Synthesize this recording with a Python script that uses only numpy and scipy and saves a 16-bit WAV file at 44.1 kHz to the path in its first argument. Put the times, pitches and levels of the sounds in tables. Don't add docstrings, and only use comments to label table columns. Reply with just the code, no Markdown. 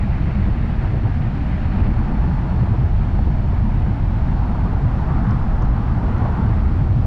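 import sys
import numpy as np
from scipy import signal
from scipy.fft import rfft, irfft, next_fast_len
from scipy.io import wavfile
from scipy.ndimage import uniform_filter1d, minimum_filter1d, map_coordinates

SR = 44100
rng = np.random.default_rng(int(sys.argv[2]) if len(sys.argv) > 2 else 0)


def waveform_to_disk(signal):
    frames = np.transpose(np.atleast_2d(signal))
    scaled = np.clip(frames, -1, 1) * 32767
    samples = np.round(scaled).astype(np.int16)
    wavfile.write(sys.argv[1], SR, samples)


N = 311346


def amp(db):
    return 10 ** (np.asarray(db) / 20)


def unit(x):
    return x / np.sqrt(np.mean(x ** 2) + 1e-20)


def curves(rows):
    times, *columns = np.transpose(rows)
    return [np.interp(np.arange(N) / SR, times, column) for column in columns]


def bumps(rows):
    t = np.arange(N) / SR
    return sum(height * np.exp(-((t - s) / width) ** 2) for s, height, width in rows)


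def wobble(rate):
    knots = rng.standard_normal(4096)
    return map_coordinates(knots, [np.arange(N) * rate / SR], mode="wrap")


def filtered(x, response):
    size = next_fast_len(N + SR // 2)
    hz = np.fft.rfftfreq(size, 1 / SR)
    return irfft(rfft(x, size) * response(hz), size)[:N]


def coloured(x, spectrum):
    f, db = np.transpose(spectrum)

    def response(hz):
        return amp(np.interp(np.log(hz + 1), np.log(f), db, right=-120))

    return unit(filtered(x, response))


def noise(spectrum):
    return coloured(rng.standard_normal(N), spectrum)


def patchy(x, depth_db, size=1024):
    cells = signal.stft(x, nperseg=size)[2]
    field = uniform_filter1d(rng.standard_normal(cells.shape), size=7, axis=0)
    field = uniform_filter1d(field, size=8, axis=1)
    return unit(signal.istft(cells * amp(depth_db * unit(field)), nperseg=size)[1][:N])


def steadied(x, span, share):
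    window = signal.get_window(("gaussian", span * SR), SR // 2 + 1, False)
    power = signal.fftconvolve(x ** 2, window, "same")
    return unit(x / np.abs(power) ** (share / 2))


# (time [s], rise [dB], half length [s])
WALL_SWELLS = [(2.22, 2.94, 0.5), (4.62, 2.86, 0.5), (5.22, 5, 0.26), (5.68, 1.3, .2), (6.25, 5.64, 0.55)]


def wall_swell():
    return bumps(WALL_SWELLS)


# (time [s], envelope peak [dB], pitch [Hz], half length [s])
TICKS = [(5.310, -37.5, 5200, .00038), (5.6238, -38, 5700, .00021), (6.1835, -45, 5600, .00024)]


def ticks():
    t = np.arange(N) / SR
    out = np.zeros(N)
    for s, db, hz, width in TICKS:
        out += amp(db) * np.exp(-((t - s) / width) ** 2) * np.sin(2 * np.pi * hz * (t - s))
    return out


# (mean frequency [Hz], level against the whine strength [dB])
WHINE_TONES = [(4323, -0.5), (9426, -32), (9803, -22.5), (10180, -22.5), (10928, -31)]
# (time [s], level [dB])
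WHINE_STRENGTH = [(0, -70.5), (0.45, -65.5), (0.72, -71.5), (0.95, -65.5), (1.3, -74), (1.55, -68.5),
                  (2.0, -66.5), (2.25, -68.5), (2.6, -65), (2.8, -74), (3.18, -66.5), (3.65, -69.5),
                  (3.92, -77), (4.37, -66.5), (4.8, -70.5), (6.0, -73), (6.25, -66.5), (6.5, -73),
                  (6.7, -69.5), (7.0, -68)]


def whine():
    strength_db, = curves(WHINE_STRENGTH)
    out = np.zeros(N)
    for hz, db in WHINE_TONES:
        drift_hz = 7 * wobble(70)
        tone = np.sqrt(2) * np.sin(2 * np.pi * np.cumsum(hz + drift_hz) / SR)
        out += amp(strength_db + db + 1.5 * wobble(24)) * tone
    return out


# (frequency [Hz], relative level [dB per Hz])
SLIPSTREAM_SPECTRUM = [(1500, -11.5), (3000, 3.5), (4000, 0), (4700, -3), (5600, -5), (6300, -12),
                       (7100, -11.5), (7600, -15.5), (8300, -17.5), (9100, -23.5), (10400, -17),
                       (11400, -27), (13000, -36), (15000, -45.5)]
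HISS_DB, HISS_FOLLOWS = -58, 0.25


def slipstream():
    hiss_db = HISS_DB + HISS_FOLLOWS * wall_swell()
    return amp(hiss_db + 0.32 * wobble(14)) * patchy(noise(SLIPSTREAM_SPECTRUM), depth_db=0.2)


# (time [s], rms level at the top [dB], half length [s])
SLAPS = [(0.848, -37.5, 0.026), (1.06, -35, 0.011), (4.665, -36.5, .02), (5.314, -32.5, 0.02),
         (5.635, -35.5, .025), (6.258, -36.5, 0.008)]
# (frequency [Hz], relative level [dB per Hz])
SLAP_SPECTRUM = [(200, -25.5), (400, -5.5), (650, -7.5), (900, 0.5), (1150, -2.5), (1600, -12), (3000, -37),
                 (7000, -76)]


def slaps():
    envelope = bumps([(s, amp(db), width) for s, db, width in SLAPS])
    return envelope * noise(SLAP_SPECTRUM)


# (frequency [Hz], level [dB], 60 dB decay time [s])
PANEL_MODES = [(358, -2.5, 0.031), (448, -0.5, .04), (536, -0.5, 0.03), (705, -1.5, 0.04), (883, -2, 0.044),
               (1130, -9.5, .025), (1460, -15, 0.025)]
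KNOCK_ATTACK_S = 0.00059


def panel_ring(tilt_db, detune=0.061):
    t = np.arange(SR // 8) / SR
    hz, db, t60 = np.transpose(PANEL_MODES)[:, :, None]
    shift, phase = rng.standard_normal((2, len(PANEL_MODES), 1))
    tilt = tilt_db * np.log2(hz / hz[0])
    decay = amp(db + tilt - 60 * t / t60)
    modes = decay * np.sin(2 * np.pi * hz * (1 + detune * shift) * t + phase)
    ring = modes.sum(axis=0) * (1 - np.exp(-t / KNOCK_ATTACK_S))
    return ring / np.abs(ring).max()


# (time [s], peak [dB], brightness [dB per octave])
KNOCKS = [(0.485, -28, -3), (1.052, -27, -3), (2.632, -23, -10), (2.738, -25, -1), (2.745, -19.5, 1),
          (2.777, -25, -3), (3.19, -23.5, 1), (3.27, -24.5, -2), (3.53, -22.5, -2), (3.863, -26, -13),
          (4.733, -24, 5), (5.63, -25, 0.5), (6.038, -23, -5), (6.049, -26, -4), (6.082, -22.5, 6),
          (6.217, -19, 1), (6.251, -19, 7), (6.289, -22, 4), (6.372, -26, 6), (6.39, -24, -7)]


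def knocks():
    out = np.zeros(N + SR)
    for s, db, tilt_db in KNOCKS:
        ring = amp(db) * panel_ring(tilt_db)
        out[round(s * SR):][:len(ring)] += ring
    return out[:N]


def random_blows(rate, spread_db):
    return (rng.random(N) < rate / SR) * amp(spread_db * (2 * rng.random(N) - 1))


ROAR_DB = -39.5
PATTER_PER_S, PATTER_DB, PATTER_SPREAD_DB = 70, -9, 4.5


def patter(tilt_db=6, tyres=4):
    out = np.zeros(N)
    for _ in range(tyres):
        blows = random_blows(PATTER_PER_S / tyres, PATTER_SPREAD_DB)
        out += signal.fftconvolve(blows, panel_ring(tilt_db))[:N]
    return amp(ROAR_DB + wall_swell() + PATTER_DB) * unit(out)


# (time [s], level [dB])
TREAD_LEVEL = [(0, -48), (1.4, -54.5), (1.8, -42.5), (2.15, -40.5), (2.45, -43.5), (2.95, -46.5),
               (3.25, -43.5), (4.0, -45), (4.5, -39), (4.8, -44), (5.03, -39.5), (5.35, -40), (5.5, -45),
               (6.3, -40.5), (7.0, -52)]
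# (frequency [Hz], relative level [dB per Hz])
TREAD_SPECTRUM = [(500, -40.5), (700, -10), (800, -3), (890, 0.5), (965, -3), (1060, -10), (1450, -37.5)]


def tread_band():
    level_db, = curves(TREAD_LEVEL)
    return amp(level_db + 0.79 * wobble(35)) * patchy(noise(TREAD_SPECTRUM), depth_db=2.0, size=2048)


# (frequency [Hz], relative level [dB per Hz])
SIZZLE_SPECTRUM = [(600, -15.5), (1200, -1), (1700, 1), (2100, -1.5), (2700, -6.5), (3300, -15.5),
                   (4500, -21.5), (8000, -56)]
GRIT_PER_S, GRIT_DB, GRIT_SPREAD_DB = 600, -5.5, 3


def grit():
    grains = random_blows(GRIT_PER_S, GRIT_SPREAD_DB)
    return coloured(grains * np.sign(rng.standard_normal(N)), SIZZLE_SPECTRUM)


# (frequency [Hz], relative level [dB per Hz])
ROAR_SPECTRUM = [(300, -29), (480, -12.5), (620, 3), (780, 3), (920, -3.5), (1050, -7), (1400, -10),
                 (2000, -20.5), (3200, -28.5), (8000, -77)]
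WALL_SPECTRUM = [(400, -31), (600, -13), (740, -2), (880, -3), (1050, -3.5), (1170, -3.5), (1500, -9),
                 (2000, -18.5), (3200, -41.5), (8000, -80.5)]
# (time [s], level [dB])
SIZZLE_LEVEL = [(0, -43.5), (0.3, -41.5), (0.95, -43), (1.38, -44.5), (1.55, -41.5), (1.78, -41.5),
                (2.05, -45.5), (3.2, -47), (4.2, -47), (5.0, -48), (5.7, -49.5), (6.47, -46.5), (7.0, -50)]


def road():
    roar_db = ROAR_DB + wall_swell()
    sizzle_db, = curves(SIZZLE_LEVEL)
    steady_share = 1 / (1 + amp(roar_db + 37.0) ** 4)
    tread = np.sqrt(steady_share) * patchy(noise(ROAR_SPECTRUM), depth_db=0.95)
    walls = np.sqrt(1 - steady_share) * patchy(noise(WALL_SPECTRUM), depth_db=0.36)
    turbulence = unit(wobble(30) + wobble(90))
    sizzle = unit(patchy(noise(SIZZLE_SPECTRUM), depth_db=0.9) + amp(GRIT_DB) * grit())
    roar = amp(roar_db + 0.59 * turbulence) * (tread + walls)
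    return roar + amp(sizzle_db + 0.93 * turbulence) * sizzle


# (time [s], envelope peak [dB], mean pitch [Hz])
THUMPS = [(0.06, -21.5, 212.5), (0.28, -18.5, 170), (0.387, -19.5, 211.5), (0.411, -11, 109.6),
          (0.481, -20.5, 195.3), (0.929, -15.5, 70), (1.058, -11, 103.6), (1.55, -20, 180.3),
          (1.749, -19.5, 185), (1.889, -18, 190), (2.294, -15.5, 176.4), (2.529, -20, 185),
          (2.622, -13, 112.5), (2.63, -21, 175), (2.726, -13, 96.5), (2.798, -13, 125), (2.86, -13.5, 80.1),
          (3.137, -13.5, 83.8), (3.27, -9.5, 66), (3.53, -11, 90), (3.66, -21.5, 201.4), (3.89, -22.5, 205),
          (3.91, -12.5, 95), (4.152, -13.5, 108), (4.3, -21.5, 185.3), (4.504, -19.5, 197.8),
          (4.66, -20, 175), (4.84, -17, 151.1), (4.875, -14.5, 105.3), (5.085, -20.5, 177.5),
          (5.276, -17.5, 192.7), (5.29, -10.5, 110.6), (5.74, -15.5, 66), (6.285, -19, 165),
          (6.452, -12.5, 110), (6.52, -13, 104), (6.612, -11, 76), (6.667, -10, 72), (6.82, -16, 128),
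          (6.904, -11.5, 108), (6.988, -11.5, 112)]
THUMP_HALF_S = 0.023


def thumps(waver=0.0506):
    clock = np.cumsum(1 + waver * wobble(50)) / SR
    phases = rng.uniform(0, 2 * np.pi, len(THUMPS))
    out = np.zeros(N)
    for (s, db, hz), phase in zip(THUMPS, phases):
        out += bumps([(s, amp(db), THUMP_HALF_S)]) * np.sin(2 * np.pi * hz * clock + phase)
    return out


# (time [s], deep throb [dB], buffeting [dB])
WIND_STRENGTH = [(0, -22, -22), (0.9, -19.5, -21.5), (1.25, -23, -21), (1.55, -22.5, -24),
                 (1.8, -17.5, -18), (2.25, -16.5, -24), (2.55, -25, -20), (2.85, -18.5, -20),
                 (3.5, -21, -20.5), (4.4, -19, -21), (5.1, -21, -21), (5.65, -17, -22.5),
                 (6.15, -24, -19.5), (6.65, -19, -17.5), (7.0, -23, -17.5)]
# (time [s], change of level [dB], half length [s])
GUSTS = [(0.29, 11.5, .02), (0.48, 10, 0.02), (0.64, 3.5, 0.015), (0.83, 5.5, 0.025), (0.94, 8.5, 0.073),
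         (1.05, 4, 0.025), (1.69, 2.5, 0.02), (1.85, 5, 0.1), (2.47, 2, .03), (2.74, 4.5, 0.06),
         (2.91, 2.5, 0.02), (3.28, 6, .03), (3.38, 3, .025), (3.87, 3, 0.022), (4.68, 2.5, .02),
         (4.78, -2, .02), (5.62, 2.5, 0.022), (6.27, 2.5, 0.09), (6.88, 4, 0.15)]
# (frequency [Hz], relative level [dB per Hz])
THROB_SPECTRUM = [(5, -29.5), (12, -9.5), (25, -4), (52, 1.5), (65, -3.5), (90, -20.5), (200, -71)]
BUFFET_SPECTRUM = [(35, -31.5), (55, -10.5), (68, 2.5), (125, -0.5), (155, -8.5), (220, -24.5),
                   (400, -50.5), (900, -110)]
FLUTTER_SPECTRUM = [(80, -37.5), (125, -2), (155, 1.5), (185, -2.5), (220, -1.5), (260, -8), (320, -14),
                    (420, -30), (1200, -78)]
TEARING_SPECTRUM = [(180, -24.5), (280, 0), (350, -0.5), (450, -6), (560, -8.5), (900, -21), (2000, -38),
                    (5000, -78.5)]
FLUTTER_DB, FLUTTER_FOLLOWS = -27, 0.4
TEARING_DB, TEARING_FOLLOWS = -41, 0.8
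DIP_DB, PARTING_HZ = 2, 160


def wind():
    throb_db, buffet_db = curves(WIND_STRENGTH)
    swell_db = wall_swell()
    buffet_dip_db = bumps([(s, DIP_DB, THUMP_HALF_S) for s, _, hz in THUMPS if hz < PARTING_HZ])
    flutter_dip_db = bumps([(s, DIP_DB, THUMP_HALF_S) for s, _, hz in THUMPS if hz >= PARTING_HZ])
    throb_db = throb_db + 1.5 * wobble(13)
    buffet_db = buffet_db + 1.2 * wobble(16) - buffet_dip_db
    flutter_db = FLUTTER_DB + FLUTTER_FOLLOWS * swell_db - flutter_dip_db
    tearing_db = TEARING_DB + TEARING_FOLLOWS * swell_db + bumps(GUSTS)
    throb = steadied(noise(THROB_SPECTRUM), span=0.019, share=0.83)
    buffet = steadied(noise(BUFFET_SPECTRUM), span=0.073, share=0.85)
    flutter = steadied(noise(FLUTTER_SPECTRUM), span=0.019, share=0.97) * amp(1.8 * wobble(25))
    tearing = steadied(noise(TEARING_SPECTRUM), span=0.026, share=0.91) * amp(1.6 * wobble(45))
    big_eddies = amp(throb_db) * throb + amp(buffet_db) * buffet
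    fine_eddies = amp(flutter_db) * unit(flutter) + amp(tearing_db) * unit(tearing)
    return big_eddies + fine_eddies


def scene():
    air = wind() + thumps() + slaps() + slipstream()
    tyres = road() + tread_band() + patter() + knocks()
    return (air + tyres + whine() + ticks())[None]


def limiter(x, ceiling_db, hold, knee):
    size = max(int(hold * SR), 2)
    needed = (1 + np.abs(x / amp(ceiling_db)) ** knee) ** (-1 / knee)
    held = minimum_filter1d(needed, size)
    return x * uniform_filter1d(uniform_filter1d(held, size // 2), size // 2)


TOP_HZ = 15700


def record(dry):
    held = limiter(dry[0], ceiling_db=-6.6, hold=.008, knee=6)
    return filtered(held, lambda hz: hz < TOP_HZ)[None]


dry = scene()
out = record(dry)
waveform_to_disk(out)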